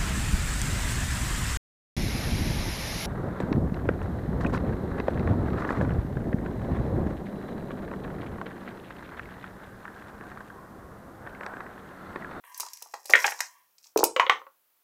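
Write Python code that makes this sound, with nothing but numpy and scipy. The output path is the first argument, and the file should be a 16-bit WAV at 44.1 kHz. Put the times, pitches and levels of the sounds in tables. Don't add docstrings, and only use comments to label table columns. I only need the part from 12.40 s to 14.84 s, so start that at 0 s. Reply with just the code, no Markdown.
import sys
import numpy as np
from scipy import signal
from scipy.fft import rfft, irfft, next_fast_len
from scipy.io import wavfile
from scipy.ndimage import uniform_filter1d

SR = 44100
rng = np.random.default_rng(int(sys.argv[2]) if len(sys.argv) > 2 else 0)


def generate_wav(sig):
    pcm = np.round(np.clip(np.atleast_2d(sig).T, -1, 1) * 32767).astype(np.int16)
    wavfile.write(sys.argv[1], SR, pcm)


N = 107559


def amp(db):
    return 10 ** (np.asarray(db) / 20)


def unit_rms(x):
    return x / np.sqrt(np.mean(x ** 2) + 1e-20)


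def along(points, hz):
    f, values = np.transpose(points)
    return np.interp(np.log(hz + 1), np.log(f + 1), values)


def envelope(rows):
    times, db = np.transpose(rows)
    return amp(np.interp(np.arange(N) / SR, times, db, right=-120))


def filtered(x, response):
    size = next_fast_len(N + SR // 2)
    return irfft(rfft(x, size) * response(np.fft.rfftfreq(size, 1 / SR)), size)[:N]


def impulses(per_s, spread_db):
    size_db = spread_db * np.minimum(rng.exponential(size=N), 3)
    return (rng.random(N) < per_s / SR) * amp(size_db) * rng.choice([-1, 1], N)


def driven(drive, groups, width):
    modes = [mode for group in groups for mode in group[-1]]
    def response(f):
        return sum((-1) ** k * amp(db) * 1j * f * width * hz / (hz * hz - f * f + 1j * f * width * hz)
                   for k, (hz, db) in enumerate(modes))
    return unit_rms(filtered(drive, response))


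MODE_SCATTER_DB, DETUNE = 2.5, 0.014
BURST_DB, BURST_T60_S = 1.5, 0.0052
ROCK_S = 0.0024
def struck(hits, groups, rough, second_db):
    out, t = np.zeros(N + SR), np.arange(SR // 10) / SR
    for onset, *levels in hits:
        for start, contact_db in (onset, 0), (onset + ROCK_S * (.5 + rng.random()), second_db):
            for level, (t60, rise, modes) in zip(levels, groups):
                hz, db = np.transpose(modes)[..., None]
                walk = np.cumsum(rng.standard_normal((len(hz), len(t))), axis=1)
                two_cycles = int(2 * SR / hz.max())
                walk = uniform_filter1d(uniform_filter1d(walk, two_cycles), two_cycles)
                detuned = hz * (1 + DETUNE * rng.standard_normal(hz.shape))
                phase = 2 * np.pi * detuned * t + rough * np.sqrt(hz / SR) * walk
                waves = amp(db + MODE_SCATTER_DB * rng.standard_normal(hz.shape)) * np.sin(phase)
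                attack = 1 - np.exp(-(t / rise) ** 2)
                decay = amp(-60 * t / t60) + amp(BURST_DB - 60 * t / BURST_T60_S)
                ring = attack * decay * waves.sum(axis=0)
                out[round(start * SR):][:len(t)] += amp(level + contact_db) * ring
    return out[:N]


# (frequency [Hz], relative density [dB])
HISS_SPECTRUM = [(30, -21.5), (250, -14.5), (1000, -6), (2000, -10.5), (5000, -14), (8700, -14),
                 (13800, -3.5), (16000, -5)]
def hiss():
    return unit_rms(filtered(rng.standard_normal(N), lambda hz: amp(along(HISS_SPECTRUM, hz))))


# (time [s], level [dB])
SCRAPE_LEVEL = [(.032, -95), (.04, -54.5), (.15, -55.5), (.3, -62), (.62, -78), (.8, -40.5), (.97, -57),
                (1.2, -66.5), (1.3, -84)]
def scrape():
    wall = driven(impulses(per_s=4100, spread_db=5.5), cup_modes(0)[1:], width=0.043)
    dice = driven(impulses(per_s=4100, spread_db=5.5), DIE_MODES[1:], width=0.2)
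    return envelope(SCRAPE_LEVEL) * (wall + amp(-8.5) * dice)


# (T60 [s], rise [s], list of (frequency [Hz], level [dB]))
CUP_MODES = [(0.024, 0.0028, [(450, 5.5), (560, 9.5)]), (0.031, 0.001, [(1150, 0)]),
             (0.022, 0.00059, [(1600, -6.5), (1850, -2.5), (2050, -5.5), (2350, -9.5), (2750, -11),
             (3250, -13), (4000, -22.5)])]
# (time [s], frequency [Hz])
AIR_PITCH = [(.3, 987), (.44, 935), (.47, 793), (.9, 797), (.98, 942)]
AIR_DB = 7.5
def cup_modes(time):
    low, (t60, rise, modes), high = CUP_MODES
    air_hz = np.interp(time, *np.transpose(AIR_PITCH))
    return [low, (t60, rise, [(air_hz, AIR_DB)] + modes), high]


# (time [s], low-mode level [dB], middle-mode level [dB], high-mode level [dB])
CUP_IMPACTS = [(0.038, -58.5, -67, -48.5), (0.198, -40.5, -43, -47), (0.231, -47, -40.5, -51),
               (0.266, -73, -42, -89), (0.418, -46.5, -50.5, -57), (0.459, -59.5, -50, -79),
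               (0.538, -41.5, -35, -35), (0.653, -50.5, -54.5, -53), (0.696, -25.5, -32, -29),
               (0.709, -31.5, -32.5, -38.5), (0.736, -21, -27.5, -6.5), (0.752, -20.5, -41.5, -10),
               (0.7695, -25, -38.5, -26.5), (0.843, -31.5, -25.5, -11), (0.854, -28.5, -31, -30.5),
               (0.878, -39, -31, -22.5), (0.9207, -43, -36.5, -24.5), (0.992, -52, -39.5, -53),
               (1.005, -54.5, -33, -21.5), (1.457, -82.5, -66.5, -71.5)]
def cup_knocks():
    return sum(struck([hit], cup_modes(hit[0]), rough=0.55, second_db=-5.5) for hit in CUP_IMPACTS)


# (time [s], level [dB])
CHATTER_LEVEL = [(0, -98), (.15, -59.5), (.22, -47), (.3, -58), (.64, -64), (.7, -47), (.9, -43),
                 (.97, -56.5), (1.05, -54.5), (1.2, -82.5), (1.37, -84.5), (1.44, -61), (1.52, -73)]
def chatter():
    lower = driven(impulses(per_s=500, spread_db=4), DIE_MODES[:1], width=0.048)
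    upper = driven(impulses(per_s=500, spread_db=4), DIE_MODES[1:], width=0.32)
    return envelope(CHATTER_LEVEL) * (lower + amp(-6) * upper)


# (T60 [s], rise [s], list of (frequency [Hz], level [dB]))
DIE_MODES = [(0.016, 0.00058, [(2500, -19.5), (4150, -18.5), (4900, -13), (5600, -7.5), (6500, -11),
             (7600, -13.5)]), (0.0029, 0.00069, [(9000, -5), (9700, -6.5), (10500, -5.5), (11500, -5),
             (12500, -6.5), (13300, -0.5), (14500, -7)])]
# (time [s], level below 8 kHz [dB], level above 8 kHz [dB])
DIE_IMPACTS = [(0.1446, -32.5, -39), (0.177, -48, -27.5), (0.1992, -23.5, -23), (0.2044, -21.5, -20),
               (0.2636, -31.5, -41), (0.285, -33.5, -83), (0.3335, -30, -31), (0.3714, -36, -42),
               (0.4235, -28.5, -27.5), (0.54, -30, -41), (0.6564, -32, -30), (0.699, -28, -22),
               (0.7055, -22, -29), (0.725, -27, -34), (0.7565, -20.5, -36), (0.8006, -26.5, -55),
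               (0.824, -30, -55), (0.834, -31.5, -49), (0.8641, -15.5, -30), (0.907, -25.5, -25.5),
               (0.9904, -29.5, -60), (1.0049, -15.5, -23), (1.3824, -43, -74), (1.4416, -41, -71),
               (1.4693, -44, -67), (1.56, -44, -45), (1.5745, -12.5, -18.5), (1.5885, -19.5, -36),
               (1.5975, -25.5, -53), (1.6395, -11, -4.5), (1.6472, -21, -17.5), (1.7638, -30, -39),
               (1.798, -27.5, -39), (1.897, -26, -35.5)]
def die_clicks():
    return struck(DIE_IMPACTS, DIE_MODES, rough=1.11, second_db=-3.5)


# (T60 [s], rise [s], list of (frequency [Hz], level [dB]))
FLOOR_MODES = [(0.055, 0.0017, [(335, -4.5), (380, 0), (440, -3.5)]), (0.024, 0.00087, [(710, 1),
               (830, 5.5), (920, 4.5), (1200, -3)])]
# (time [s], low-mode level [dB], middle-mode level [dB])
FLOOR_IMPACTS = [(1.56, -9.5, -22.5), (1.574, -23.5, -35), (1.59, -12, -32.5), (1.607, -24, -27.5),
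                 (1.631, -11.5, -19.5)]
def floor_thuds():
    return struck(FLOOR_IMPACTS, FLOOR_MODES, rough=0.35, second_db=-15.5)


# (T60 [s], rise [s], list of (frequency [Hz], level [dB]))
WALL_MODES = [(0.092, 0.00028, [(530, -7.5)]), (0.066, 0.00021, [(960, -14), (1110, -1.5), (1290, -10.5)]),
              (0.014, 0.00032, [(1470, -9.5), (1950, -3.5), (2500, -11), (2950, -8), (3400, -26)])]
# (time [s], low-mode level [dB], middle-mode level [dB], high-mode level [dB])
WALL_IMPACTS = [(1.763, -14.5, -21.5, -9), (1.797, -20, -13, -5.5), (1.866, -24, -27.5, -18),
                (1.8965, -20.5, -11.5, -5), (2.017, -41.5, -41, -57), (2.067, -43, -42, -49)]
def wall_knocks():
    return struck(WALL_IMPACTS, WALL_MODES, rough=0.6, second_db=-10.0)


LOW_CUT_HZ, LEAK_DB = 317, -18
def radiation(hz):
    s = 1j * hz / LOW_CUT_HZ
    return (s * s / (s * s + np.sqrt(2) * s + 1)) ** 2 + amp(LEAK_DB)


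# (frequency [Hz], T60 [s])
ROOM_T60 = [(300, 0.27), (1000, 0.21), (3000, 0.18), (8000, 0.23), (15000, 0.043)]
def room(x):
    step, predelay = SR // 20, 200
    out, x, window = np.zeros(N + 2 * SR), np.pad(x, (0, 2 * step)), np.hanning(2 * step)
    for i in range(0, N, step):
        hz, t, noise = signal.stft(rng.standard_normal(SR // 2), SR, nperseg=256)
        decay = amp(-60 * t / along(ROOM_T60, hz)[:, None])
        tail = signal.istft(noise * decay, SR, nperseg=256)[1]
        wet = signal.fftconvolve(x[i:i + 2 * step] * window, tail / np.linalg.norm(tail))
        out[i + predelay:][:len(wet)] += wet
    return out[:N]


ROOM_DB, HISS_DB = -7.5, -67.5
def scene():
    vibration = scrape() + cup_knocks() + chatter() + die_clicks() + floor_thuds() + wall_knocks()
    direct = filtered(vibration, radiation)
    return (direct + amp(ROOM_DB) * room(direct) + amp(HISS_DB) * hiss())[None]


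TOP_HZ = 15950
def record(dry):
    return filtered(dry[0], lambda hz: 1 / (1 + (hz / TOP_HZ) ** 160))[None]


dry = scene()
out = record(dry)
generate_wav(out)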